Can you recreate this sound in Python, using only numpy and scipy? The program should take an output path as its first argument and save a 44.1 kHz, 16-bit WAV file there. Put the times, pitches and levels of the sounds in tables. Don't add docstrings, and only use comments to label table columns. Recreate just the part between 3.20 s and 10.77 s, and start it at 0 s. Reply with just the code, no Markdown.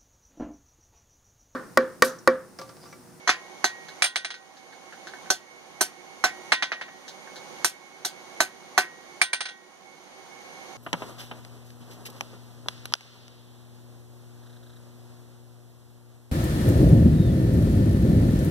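import sys
import numpy as np
from scipy import signal
from scipy.fft import rfft, irfft, next_fast_len
from scipy.io import wavfile
from scipy.ndimage import uniform_filter1d, minimum_filter1d, map_coordinates

SR = 44100
rng = np.random.default_rng(int(sys.argv[2]) if len(sys.argv) > 2 else 0)


def unload_audio(sound):
    columns = np.transpose(np.atleast_2d(sound))
    steps = np.round(np.clip(columns, -1, 1) * 32767)
    wavfile.write(sys.argv[1], SR, steps.astype(np.int16))


N = 333828
T = np.arange(int(.8 * SR)) / SR


def amp(db):
    return 10 ** (np.asarray(db) / 20)


def unit(x):
    return x / np.sqrt(np.mean(x ** 2) + 1e-20)


def along(points, hz):
    f, v = np.transpose(points)
    return np.interp(np.log(hz + 1), np.log(f + 1), v)


def filtered(x, response):
    n = x.shape[-1]
    m = next_fast_len(n + 8192)
    spectrum = rfft(x, m) * response(np.fft.rfftfreq(m, 1 / SR))
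    return irfft(spectrum, m)[..., :n]


def causal(db):
    cepstrum = irfft(np.log(amp(db)))
    half = len(cepstrum) // 2
    cepstrum[1:half] *= 2
    cepstrum[half + 1:] = 0
    return np.exp(rfft(cepstrum))


def noise_pair(correlation, size):
    def mid_side_gains(hz):
        angle = np.arccos(np.clip(along(correlation, hz), -1, 1)) / 2
        return np.array([np.cos(angle), np.sin(angle)])

    mid, side = filtered(rng.standard_normal((2, size)), mid_side_gains)
    return np.array([mid + side, mid - side])


def add(track, t_s, sound):
    part = track[:, max(round(t_s * SR), 0):][:, :len(T)]
    part += sound[..., :part.shape[1]]


def treble_db(sound):
    treble = filtered(sound, lambda hz: hz ** 4 / np.sqrt(hz ** 8 + 2500. ** 8))
    power = uniform_filter1d(np.mean(treble ** 2, axis=0), size=350)
    return 10 * np.log10(np.abs(power) + 1e-12)


def at_level(sound, db):
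    return sound * amp(db - treble_db(sound).max())


# f/Hz, correlation
AIR_CORRELATION = [(60, -0.88), (150, -0.15), (380, 0.26), (950, 0.7), (2380, -0.51), (5980, 0.16),
                   (15000, -0.021)]
# f/Hz, level/dB
AIR_BALANCE = [(60, 1), (110, -7.5), (200, -7.5), (380, -9), (700, -7.5), (1290, -3), (2380, -5),
               (4400, -2), (8120, 0), (15000, 0.5)]
# f/Hz, level/dB
RUSH_SPECTRUM = [(15, -82), (25, -20), (128, -17), (161, -8), (331, -9), (365, -1), (403, -18), (479, -4.5),
                 (594, -8), (764, -6.5), (826, -5), (1060, -11), (1940, -13), (2270, -12.5), (2600, -19),
                 (3380, -72), (5720, -120)]
# f/Hz, level/dB
HISS_SPECTRUM = [(1500, -27), (2400, -28), (2800, 1.5), (3500, -0.5), (4600, -0.5), (5200, -5), (6300, 2.5),
                 (7100, -4.5), (7900, -23), (9000, -3), (10500, -20.5), (12000, -12.5), (15000, -28),
                 (16500, -49)]
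# f/Hz, width at half amplitude/Hz, level against rush/dB
WHINE_RESONANCES = [(381.4, 41, -13), (771, 19.4, -9), (1089.6, 31, -11.5), (2197, 19, -5)]
RUSH_DB, HISS_DB = -44.5, -48.5


def blower():
    def air(response):
        return unit(filtered(noise_pair(AIR_CORRELATION, size=N), response))

    def resonance(centre_hz, width_hz):
        return air(lambda hz: 1 / (1 + (2 * (hz - centre_hz) / width_hz) ** 2))

    rush = air(lambda hz: amp(along(RUSH_SPECTRUM, hz)))
    whine = sum(amp(db) * resonance(centre_hz, width_hz) for centre_hz, width_hz, db in WHINE_RESONANCES)
    hiss = air(lambda hz: amp(along(HISS_SPECTRUM, hz)))
    sound = amp(RUSH_DB) * (rush + whine) + amp(HISS_DB) * hiss
    return filtered(sound, lambda hz: amp(np.outer([.5, -.5], along(AIR_BALANCE, hz))))


# f/Hz, correlation
ROOM_CORRELATION = [(100, 0), (400, 0.89), (900, 0.95), (3000, 0.9), (12000, 0.89)]
# f/Hz, t60/s, level/dB
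SHED_TAIL = [(150, 0.49, 0), (700, 0.33, -19.5), (2040, 0.2, 9), (5900, 0.13, 18.5), (13700, 0.15, 6)]


def echoes(near_db, near_t60_s, hold_s, far_db):
    near_envelope = amp(near_db - 60 * np.maximum(T - hold_s, 0) / near_t60_s)
    near = near_envelope * noise_pair(ROOM_CORRELATION, size=len(T))
    hz, t, z = signal.stft(noise_pair(ROOM_CORRELATION, size=len(T)), SR, nperseg=256)
    bands_hz, *columns = np.transpose(SHED_TAIL)
    t60_s, wall_db = [along(np.c_[bands_hz, column], hz)[:, None] for column in columns]
    far = signal.istft(z * amp(far_db + wall_db - 60 * t / t60_s), SR)[1][:, :len(T)]
    arrival = 1 - np.exp(-(T / .002) ** 2)
    return (near + far) * arrival


# f/Hz, level/dB
PUSH_SPECTRUM = [(100, -5.5), (600, -4), (1200, 5.5), (2100, 8.5), (3000, -4), (6000, 4.5), (14000, -9.5)]


def contact(spectrum, tone, crack_db, room):
    impulse = amp(crack_db) * (T == 0)
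    push = filtered(impulse, lambda hz: causal(along(PUSH_SPECTRUM, hz)))
    return filtered(push + room, lambda hz: causal(along(spectrum, hz) + along(tone, hz)))


def colour(thud_db, knock_db, sizzle_db):
    return [(750, thud_db), (1100, knock_db), (2200, knock_db), (3400, 0.22 * knock_db),
            (6500, -1.95), (9500, sizzle_db)]


def ring(modes):
    hz, db, t60_s = np.transpose(modes)
    strength = amp(db + 1.2 * rng.standard_normal(len(hz)))
    phase = 2 * np.pi * rng.random(len(hz)) + .25 * rng.standard_normal((2, len(hz)))
    swing = np.exp(np.outer(2j * np.pi * hz - np.log(1000) / t60_s, T))
    onset = 1 - np.exp(-T / 0.00035)
    return np.einsum("ck,kt->ct", strength * np.exp(1j * phase), swing).imag * onset


# t/s, gain/dB, clank gain from 3.4 kHz up/dB
CLINKS = [(0.6848, -25.5, 2.5), (1.3688, -33.5, 8.5), (1.5264, -27, -2.5), (1.7246, -20, -9.5),
          (1.8711, -20, -1.5), (1.937, -20.5, -14), (2.06, -29.5, -9), (3.8808, -26, 9.5),
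          (4.0733, -26.5, -16), (4.1594, -29.5, 7)]
# f/Hz, level/dB
CLINK_SPECTRUM = [(100, -24), (700, -5), (1100, -9.5), (1700, 6.5), (2400, -8), (4200, 1.5), (5000, -6),
                  (6200, -6.5), (9000, -19), (15000, -29)]
# f/Hz, level/dB, t60/s
TONGS_MODES = [(735, 1, .12), (1523, 4.5, .135), (2690, -5, .06), (4380, -12, .05), (5450, -12, .05),
               (7490, -14, .07), (9378, -15, .08)]


def turning():
    out = np.zeros((2, N))
    for t_s, db, clank_db in CLINKS:
        room = echoes(near_db=-27.0, near_t60_s=0.14, hold_s=0.0077, far_db=-54)
        tap = contact(CLINK_SPECTRUM, [(2200, 0.013), (3400, clank_db)], -7.5, room)
        add(out, t_s, amp(db) * (amp(19.0) * tap + amp(-22.0) * ring(TONGS_MODES)))
    return out


# f/Hz, level/dB
FACE_SPECTRUM = [(30, -28), (120, -22), (300, -9), (500, -7.5), (750, 4.5), (950, -3), (1600, 2), (2200, 4),
                 (2900, 0.5), (4200, -1), (7000, -9), (9000, 17.5), (11500, 1), (15500, 4)]
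# f/Hz, level/dB, t60/s
FACE_MODES = [(1437, -10, .25), (1526, -3, .25), (1988, -6, .14), (2395, -8, .17), (2802, -6, .15),
              (3235, -12, .15), (3325, -4, .18), (3617, -6, .19), (3914, -5, .14), (4270, -9, .13),
              (4981, -12, .14), (5923, -10, .16), (6298, -14, .14)]
# f/Hz, level/dB, t60/s
BELL_MODES = [(1032, -11, .4), (1888, 0, .6), (2476, -19, .33)]
# f/Hz, level/dB, t60/s
HAMMER_MODES = [(2295, 7, .05), (2360, 5, .065), (8802, -3, .09), (8886, 1, .115), (13250, -25, .08)]
FACE_DB, FACE_BELL_DB, FACE_THUD_DB = -17.5, -22.5, -1
SIZZLE_FALL, HAMMER_FALL, CRACK_FALL, FACE_GAIN = 0.96, 0.47, 0.16, 0.24


def face_hit(lost_db, knock_db, sizzle_db, hammer_db, crack_db):
    room = echoes(near_db=-15.5, near_t60_s=0.08, hold_s=0.0038, far_db=-32.5)
    tone = colour(knock_db + FACE_THUD_DB, knock_db, sizzle_db - SIZZLE_FALL * lost_db)
    crack = contact(FACE_SPECTRUM, tone, crack_db - CRACK_FALL * lost_db, room)
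    bell = amp(FACE_BELL_DB + knock_db) * ring(BELL_MODES)
    face = amp(FACE_DB + FACE_GAIN * lost_db) * ring(FACE_MODES)
    hammer = amp(hammer_db - HAMMER_FALL * lost_db) * ring(HAMMER_MODES)
    return amp(16) * crack + bell + face + hammer


# knock/dB, sizzle/dB, hammer ring/dB
TAPS = [(0.842, -6, -5, -19, -8), (0.859, -16, -8, -6, -16), (3.3212, -6, 4.5, -21.5, -51),
        (3.4246, -13.5, 2.5, -21, -45), (3.5189, -21.5, 12, -22, -40), (3.6127, -29, 10.5, -5, -40),
        (3.6826, -43.5, 18, -14, -30)]
FULL_TAP_DB, TAP_CRACK_DB = 1.5, 5


def tapping():
    out = np.zeros((2, N))
    for t_s, db, knock_db, sizzle_db, hammer_db in TAPS:
        hit = face_hit(FULL_TAP_DB - db, knock_db, sizzle_db, hammer_db, TAP_CRACK_DB)
        add(out, t_s, at_level(hit, db))
    return out


# knock/dB, sizzle/dB, hammer ring/dB, first crack/dB
DROPS = [(0.8228, -2, 7, -4, -23, -12, 9), (6.0162, -1, 6.5, -2.5, -23.5, -8, 2.5)]
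FIRST_FLIGHTS_S, RESTITUTION = (.1365, .1156), .648


def bouncing(count=5):
    out = np.zeros((2, N))
    for (t_s, db, loss_db, *tone), flight_s in zip(DROPS, FIRST_FLIGHTS_S):
        for k in range(count):
            lost_db = k * loss_db
            add(out, t_s, at_level(face_hit(lost_db, *tone), db - lost_db))
            t_s += flight_s * RESTITUTION ** k
    return out


def grip(sound, depth_db, spacing_hz):
    knots = rng.standard_normal(400)

    def ripple(hz):
        random_curve = map_coordinates(knots, [hz / spacing_hz], mode="mirror")
        return random_curve * np.clip(hz / 4000, 0, 1) ** 2

    return filtered(sound, lambda hz: causal(depth_db * ripple(hz)))


# knock/dB, thud of the jaws/dB, sizzle/dB,
# anvil bell/dB, first crack/dB; favoured jaw note f/Hz
BLOWS = [(0.0759, -15, 6.5, 1.5, -21, -15, -5.5, 4120), (0.0929, -9.5, 6.5, 0.5, -18, -20, 3, 3544),
         (0.4435, -9.5, 0.5, 0.5, -10.5, -21, 6.5, 5970), (2.103, -7, -7.5, -0.5, -8, -38, -7.5, 6030),
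         (2.6095, -9, -2.5, 0, -0.5, -36, -7.5, 8850), (3.04, -14, 8, 6, -8.5, -24, -3, 5740),
         (4.4465, -6.5, -5.5, -6.5, -4.5, -41, 3.5, 8900), (4.8492, -16.5, -7, -5, -5, -46, -4, 3760),
         (5.2048, -8, 2.5, 3.5, -4.5, -35, 3, 3850), (5.5786, -8, 7, 4.5, -4.5, -23.5, 1, 4280)]
# f/Hz, level/dB
RIVET_SPECTRUM = [(30, -31), (120, -16), (250, -7.5), (390, 3), (460, -9), (620, 1), (740, 6.5), (850, 2),
                  (1250, 0.5), (2000, -2), (3000, -7.5), (6000, -8.5), (11000, -2.5), (15500, -22)]
# f/Hz, level/dB, t60/s
JAW_MODES = [(2680, -36, 0.073), (4105, 5, 0.074), (6060, 8, 0.073), (8800, -10, .09), (9700, -19, 0.11),
             (10600, -1.5, 0.084)]
TONGS_DB, TONGS_DB_PER_THUD_DB = -17, 1.93
JAWS_DB, JAW_NOTE_DB = -17.5, -10
JAW_SPREAD = 0.0164


def peening():
    out = np.zeros((2, N))
    for t_s, db, knock_db, thud_db, sizzle_db, bell_db, crack_db, jaw_hz in BLOWS:
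        room = echoes(near_db=-23.0, near_t60_s=0.082, hold_s=0.0016, far_db=-34.0)
        room = grip(room, depth_db=2.8, spacing_hz=260)
        crack = contact(RIVET_SPECTRUM, colour(thud_db, knock_db, sizzle_db), crack_db, room)
        anvil = amp(bell_db) * ring(BELL_MODES) + amp(-30) * ring(FACE_MODES)
        shifted_modes = [(hz * (1 + JAW_SPREAD * rng.standard_normal()), level_db, t60_s)
                         for hz, level_db, t60_s in JAW_MODES]
        jaws = amp(JAWS_DB) * ring(shifted_modes)
        jaw_note = amp(JAW_NOTE_DB) * ring([(jaw_hz, 0, .085)])
        tongs = amp(TONGS_DB + TONGS_DB_PER_THUD_DB * thud_db) * ring(TONGS_MODES)
        add(out, t_s, at_level(amp(22.5) * crack + anvil + tongs + jaws + jaw_note, db))
    return out


# f/Hz, left lead/rad
PORT_PHASE = [(20, 0.5), (1600, 0.08), (2000, -2), (2600, -2.5), (3600, -0.34), (4300, 1.47), (5200, -4),
              (6600, -5.5), (9000, -13), (14000, -21)]


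def scene():
    work = peening() + bouncing() + tapping() + turning()
    work = filtered(work, lambda hz: np.exp(1j * np.outer([.5, -.5], along(PORT_PHASE, hz))))
    return work * amp([[-.7], [.7]]) + blower()


CEILING_DB, START_GAIN_DB = -17.5, -7.5
RECOVERY_DB_PER_S, GAIN_ATTACK_S = 9, 0.0018


def gain_control(sound):
    climb_db = RECOVERY_DB_PER_S * np.arange(N) / SR
    allowed_db = np.minimum(0, CEILING_DB - treble_db(sound))
    lowest_db = np.minimum.accumulate(allowed_db - climb_db)
    gain_db = climb_db + np.minimum(START_GAIN_DB, lowest_db)
    keep = np.exp(-1 / (GAIN_ATTACK_S * SR))
    smooth_db = signal.lfilter([1 - keep], [1, -keep], gain_db - START_GAIN_DB)
    return sound * amp(START_GAIN_DB + smooth_db)


TOP_HZ = 16400


def record(dry):
    ducked = gain_control(dry)
    needed = np.minimum(1, .95 / (np.abs(ducked).max(0) + 1e-9))
    gain = uniform_filter1d(minimum_filter1d(needed, size=89), size=89)
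    return filtered(ducked * gain, lambda hz: hz < TOP_HZ)


dry = scene()
out = record(dry)
unload_audio(out)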